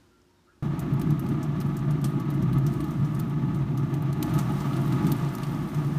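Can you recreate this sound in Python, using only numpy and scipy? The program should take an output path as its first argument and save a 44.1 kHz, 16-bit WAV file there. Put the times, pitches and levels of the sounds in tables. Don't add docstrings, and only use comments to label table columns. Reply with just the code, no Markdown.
import sys
import numpy as np
from scipy import signal
from scipy.fft import rfft, irfft
from scipy.io import wavfile
from scipy.ndimage import uniform_filter1d

SR = 44100
rng = np.random.default_rng(int(sys.argv[2]) if len(sys.argv) > 2 else 0)


def master_out(mix):
    frames = np.transpose(np.atleast_2d(mix))
    ceiling = np.clip(frames, -1, 1)
    pcm = np.round(ceiling * 32767).astype(np.int16)
    wavfile.write(sys.argv[1], SR, pcm)


def makeup_ratio(level_db):
    decades = np.asarray(level_db, float) / 20
    return 10 ** decades


N = 263786


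def rms_one(x):
    return x / np.sqrt(np.mean(x ** 2) + 1e-20)


def in_time(rows):
    time_s, *columns = np.transpose(rows)
    return [np.interp(np.arange(N) / SR, time_s, column) for column in columns]


def colour(points, modes=()):
    hz = np.maximum(np.fft.rfftfreq(N, 1 / SR), 1)
    point_hz, point_db = np.transpose(points)
    power = makeup_ratio(np.interp(np.log(hz), np.log(point_hz), point_db)) ** 2
    for mode_hz, width_hz, db in modes:
        power = power + makeup_ratio(db) ** 2 / (1 + (2 * (hz - mode_hz) / width_hz) ** 2) ** 2
    return np.sqrt(power)


def noise(gain):
    return rms_one(irfft(gain * rfft(rng.standard_normal(N)), N))


def drift(corner_hz):
    pole = np.exp(-2 * np.pi * corner_hz * 40 / SR)
    white = rng.standard_normal(N // 40 + 2002)
    slow = signal.lfilter([1], [1, -2 * pole, pole ** 2], white)[2000:]
    return np.interp(np.arange(N) / 40, np.arange(len(slow)), rms_one(slow))


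# freq_hz, relative_db_per_hz
ROOM_SPECTRUM = [(18, -39), (30, -17), (53, -1), (139, -4.5), (355, -1.5), (394, -11), (716, -16),
                 (953, -13), (1140, -17), (1410, -15), (2130, -22), (5300, -24.5), (15000, -37)]
ROOM_END_DB, ROOM_SINK_DB, ROOM_SINK_S = -63.5, 4.5, 0.08


def room_tone():
    sink_db = ROOM_SINK_DB * np.exp(-np.arange(N) / SR / ROOM_SINK_S)
    return makeup_ratio(ROOM_END_DB + sink_db + 0.36 * drift(3.4)) * noise(colour(ROOM_SPECTRUM))


# pitch_hz, rms_db
APPLIANCE_TONES = [(59.2, -78), (91.5, -74), (242.2, -76), (360.7, -74)]


def appliance_hum():
    t = np.arange(N) / SR
    return sum(makeup_ratio(db) * np.sqrt(2) * np.sin(2 * np.pi * hz * t) for hz, db in APPLIANCE_TONES)


# start_s, length_s, first_pitch_hz, last_pitch_hz, level_db
CHIRP_EVENTS = [(.108, .11, 1385, 1362, -70), (.29, .13, 945, 932, -73), (.265, .22, 5440, 5435, -87),
                (.365, .05, 3700, 3690, -82), (.466, .04, 1200, 1330, -69), (.472, .07, 1350, 1480, -70),
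                (.49, .07, 1600, 1700, -75), (.5, .08, 1320, 1270, -72)]


def chirps():
    out = np.zeros(N)
    rough, wobble_rad = makeup_ratio(3.0 * drift(60.0)), 0.5 * drift(60.0)
    for start_s, length_s, first_hz, last_hz, db in CHIRP_EVENTS:
        n, i = round(length_s * SR), round(start_s * SR)
        phase = 2 * np.pi * np.cumsum(np.linspace(first_hz, last_hz, n)) / SR
        swell = np.sqrt(2 * np.sin(np.pi * np.linspace(0, 1, n) ** 0.5))
        tone = np.sin(phase + wobble_rad[i:i + n])
        out[i:i + n] += makeup_ratio(db) * swell * rough[i:i + n] * tone
    return out


TICK_S, TICK_DB, TICK_DECAY_S = 0.217, -62, 0.0033


def tick():
    t = np.arange(N) / SR
    envelope = (t > TICK_S) * np.exp(-np.abs(t - TICK_S) / TICK_DECAY_S)
    return makeup_ratio(TICK_DB) * envelope * noise(colour([(4000, -30), (5200, 4), (7000, -8), (9000, -25)]))


# time_s, level_db
HUM_LEVEL = [(0.64, -29), (0.91, -34.5), (0.94, -20.5), (1.05, -39.5), (1.1, -21), (1.2, -31),
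             (2.01, -27.5), (2.28, -33.5), (2.48, -21), (2.91, -34.5), (3.0, -22.5), (3.14, -27),
             (5.28, -28), (5.35, -48), (5.44, -26.5), (5.74, -40), (5.77, -26), (5.98, -29.5)]
HUM_HZ, HUM_WIDTH_HZ, HUM_EVENING = 141.8, 19.2, 0.43


def low_hum():
    tone = noise(colour([(10, -90), (20000, -90)], [(HUM_HZ, HUM_WIDTH_HZ, 0)]))
    swing = np.sqrt(uniform_filter1d(tone ** 2, size=900) + 0.063)
    return makeup_ratio(in_time(HUM_LEVEL)[0]) * rms_one(tone / swing ** HUM_EVENING)


# time_s, flame_roar_db, duct_air_db
DRAUGHT_LEVELS = [(0.64, -32, -43.5), (0.9, -30, -44), (2.0, -33, -44.5), (2.4, -31.5, -44.5),
                  (3.5, -33, -45), (4.21, -31.5, -44), (4.235, -31, -40), (4.5, -31.5, -40),
                  (5.1, -28.5, -39.5), (5.35, -36, -42.5), (5.98, -34, -43)]
ROAR_TRIM_DB, DUCT_TRIM_DB = 2.5, 0.5
# freq_hz, relative_db_per_hz
ROAR_SPECTRUM = [(25, -32), (40, -28), (55, -6), (72, -15.5), (85, -14), (100, -9), (125, -2.5), (170, 1),
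                 (210, -3), (260, -6.5), (310, -4), (365, -9.5), (420, -26), (500, -60)]
# freq_hz, relative_db_per_hz
DUCT_SPECTRUM = [(300, -11.5), (480, -9), (1000, -7.5), (1600, -11.5), (2400, -16.5), (3900, -22),
                 (4800, -30), (6300, -30), (7800, -39), (16000, -68)]
# pitch_hz, width_hz, relative_db
AIR_MODES = [(565, 20, -3), (644, 58, -0.5), (728, 69, -4.5), (847, 47, 3), (942, 68, -2.5),
             (1147, 57, 2.5), (1209, 46, 1), (1262, 39, 4.5), (1392, 50, -4.5), (1729, 50, -5.5),
             (2047, 140, -13)]
FAN_PITCHES = [460, 691, 2812]
FAN_STRENGTHS = [0.5, 5, -11.5]


def grill_air():
    roar_db, duct_db = in_time(DRAUGHT_LEVELS)
    flutter = drift(22.7)
    roar_db = roar_db + ROAR_TRIM_DB + 0.85 * flutter + 1.1 * drift(6.8)
    duct_db = duct_db + DUCT_TRIM_DB + 1.03 * flutter + 0.37 * drift(33.0)
    fan_tones = [(hz, 9, db) for hz, db in zip(FAN_PITCHES, FAN_STRENGTHS)]
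    roar = makeup_ratio(roar_db) * noise(colour(ROAR_SPECTRUM))
    duct = makeup_ratio(duct_db) * noise(colour(DUCT_SPECTRUM, list(AIR_MODES) + fan_tones))
    return roar + duct


# freq_hz, relative_db_per_hz
HISS_SPECTRUM = [(1500, -9), (3000, 4), (6000, 1.5), (7700, -1), (9300, 1), (10500, -4), (12000, -2),
                 (14800, 0), (16000, -4.5)]
# time_s, level_db
SIZZLE_LEVEL = [(.62, -54.5), (.75, -77), (2.0, -68), (2.5, -86), (2.7, -61.5), (3.3, -65), (3.5, -69),
                (4.22, -66)]
DROP_BAND_EDGES = [1200, 4500, 8500, 16500]
DROPS_PER_S, DROP_DECAY_S = 60.0, 0.0018
SECOND_SHOT_S, FRYING_DB, FRYING_SAG_DB_PER_S = 4.2275, -54.5, 1.4


def sizzle():
    spectrum, hz = rfft(noise(colour(HISS_SPECTRUM))), np.fft.rfftfreq(N, 1 / SR)
    out, swell = 0, makeup_ratio(1.4 * drift(5.1))
    for low_hz, high_hz in zip(DROP_BAND_EDGES, DROP_BAND_EDGES[1:]):
        sizes = makeup_ratio(6.3 * np.minimum(rng.exponential(1, N), 2.8))
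        drops = sizes * (rng.random(N) < DROPS_PER_S / SR)
        decay = np.exp(-1 / (DROP_DECAY_S * SR))
        puff_power = signal.lfilter([1], [1, -decay], drops ** 2 + 1e-18)
        band = irfft(spectrum * (hz >= low_hz) * (hz < high_hz), N)
        out = out + np.sqrt(puff_power + 3.3) * band
    since_cut_s = np.arange(N) / SR - SECOND_SHOT_S
    frying_db = FRYING_DB - FRYING_SAG_DB_PER_S * since_cut_s
    level_db = np.where(since_cut_s < 0, in_time(SIZZLE_LEVEL)[0], frying_db)
    return makeup_ratio(level_db) * rms_one(swell * out)


# start_s, level_db, decay_s, body_db (relative to level_db)
SPIT_EVENTS = [(0.792, -43, 0.0071, -8), (0.9357, -53.5, .0057, -8), (0.996, -44.5, .0046, -14),
               (1.015, -43, .0041, 2), (1.1044, -52, .0087, 0), (1.194, -45.5, .0067, -18),
               (1.2644, -49.5, .0031, 1), (1.2879, -48, .0066, -16), (1.4284, -43.5, .0076, -13),
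               (1.602, -44, 0.0077, -13), (1.613, -51, 0.0033, 9.5), (1.6625, -57, .008, -14),
               (1.767, -44, .0068, -17), (1.79, -53, .0049, -10), (1.907, -45, .0068, -13),
               (2.0142, -49, .0045, -10), (2.042, -36.5, 0.012, -5.5), (2.1984, -45.5, 0.0065, -10),
               (2.3016, -46, 0.0066, -19), (2.338, -58, 0.015, -10), (2.423, -47, 0.0066, -20),
               (2.529, -52.5, 0.0057, 8), (2.582, -46, 0.0051, -16), (2.6648, -42, .008, -8),
               (2.729, -52, 0.0033, -1), (2.7366, -48, .0052, -18), (2.804, -50.5, .0062, 2.5),
               (2.841, -48, 0.0061, -4), (2.9073, -52, 0.0089, -14), (3.047, -52.5, 0.0097, -4),
               (3.1462, -49.5, 0.0095, -15), (3.192, -51, .003, -2), (3.197, -42.5, 0.0064, -6),
               (3.296, -54, .004, -12), (3.544, -54.5, 0.015, -4), (3.774, -46.5, 0.0094, -2.5),
               (3.9394, -47, 0.0062, -2), (4.0222, -54, .0034, -7), (4.128, -41.5, 0.0039, -3),
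               (4.2087, -60, 0.0019, -11), (4.2265, -34, 0.0036, 1), (4.293, -51, .0085, -3),
               (4.337, -45.5, 0.02, -4), (4.3796, -46, .0049, -5), (4.387, -38, 0.01, -5.5),
               (4.6025, -46.5, .01, -3), (4.7317, -53, .0094, 7), (4.766, -46, 0.0089, -3),
               (4.923, -48, 0.0066, 5.5), (5.0665, -41.5, 0.0083, -4), (5.1179, -32.5, 0.0038, -5),
               (5.2848, -55, .01, -9), (5.35, -39.5, 0.0042, -19), (5.383, -42, .0023, -1),
               (5.4195, -54, 0.0063, -5), (5.4323, -46, 0.0068, 5), (5.4669, -47, .0035, -14),
               (5.686, -55, .015, -5), (5.7457, -46.5, 0.0045, -1), (5.846, -49, .004, -5)]
# freq_hz, relative_db_per_hz
STEAM_SPECTRUM = [(3000, -16), (5000, -2), (6000, 1), (7700, -2), (9000, 0), (10500, -3), (12800, 2),
                  (16000, -2)]
# freq_hz, relative_db_per_hz
BODY_SPECTRUM = [(400, -29), (1000, -2), (1800, -5.5), (3000, 5.5), (4500, 5), (6500, -20), (9000, -40)]
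RING_LOW_HZ, RING_HIGH_HZ, RING_WIDTH_HZ = 4000, 13000, 1800
SPIT_RISE_S, KNOCK_DECAY_S = 0.00064, 0.0021


def spits():
    out, steam, body = np.zeros(N), noise(colour(STEAM_SPECTRUM)), noise(colour(BODY_SPECTRUM))
    for edge_hz in (6000.0, 10000.0):
        high = signal.sosfilt(signal.butter(2, edge_hz, "high", fs=SR, output="sos"), steam)
        steam = steam + (makeup_ratio(3.4 * drift(25.0)) - 1) * high
    knock = noise(colour([(300, -16), (800, 6), (2200, -1), (4000, -19)]))
    t = np.arange(int(0.15 * SR)) / SR
    rings_hz = RING_LOW_HZ * (RING_HIGH_HZ / RING_LOW_HZ) ** rng.random(len(SPIT_EVENTS))
    for (start_s, db, decay_s, body_db), ring_hz in zip(SPIT_EVENTS, rings_hz):
        i = round(start_s * SR)
        span = slice(i, i + len(t))
        crack = 0.29 * np.exp(-t / (0.1 * decay_s))
        tail = 0.062 * np.exp(-t / (8.0 * decay_s))
        fall = crack + np.exp(-t / decay_s) + tail
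        shape = (1 - np.exp(-t / SPIT_RISE_S)) * fall
        puff = steam[span]
        ring = signal.lfilter(*signal.iirpeak(ring_hz, ring_hz / RING_WIDTH_HZ, fs=SR), puff)
        out[span] += makeup_ratio(db) * shape[:N - i] * (puff + ring + makeup_ratio(body_db) * body[span])
        out[span] += makeup_ratio(db + body_db + 2.0) * np.exp(-t / KNOCK_DECAY_S)[:N - i] * knock[span]
    return out


CUT_S, CUT_FADE_S = 0.6245, 0.00042


def scene():
    outdoors = np.clip((np.arange(N) / SR - CUT_S) / CUT_FADE_S, 0, 1)
    room = room_tone() + appliance_hum() + chirps() + tick()
    grill = low_hum() + grill_air() + sizzle() + spits()
    return (outdoors * grill + (1 - outdoors) * room)[None]


def roll_off(x):
    return signal.sosfilt(signal.butter(12, 15820, fs=SR, output="sos"), x)


def record(dry):
    mix = signal.sosfilt(signal.cheby2(12, 50, 15900, fs=SR, output="sos"), dry)
    return roll_off(mix)


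dry = scene()
out = record(dry)
master_out(out)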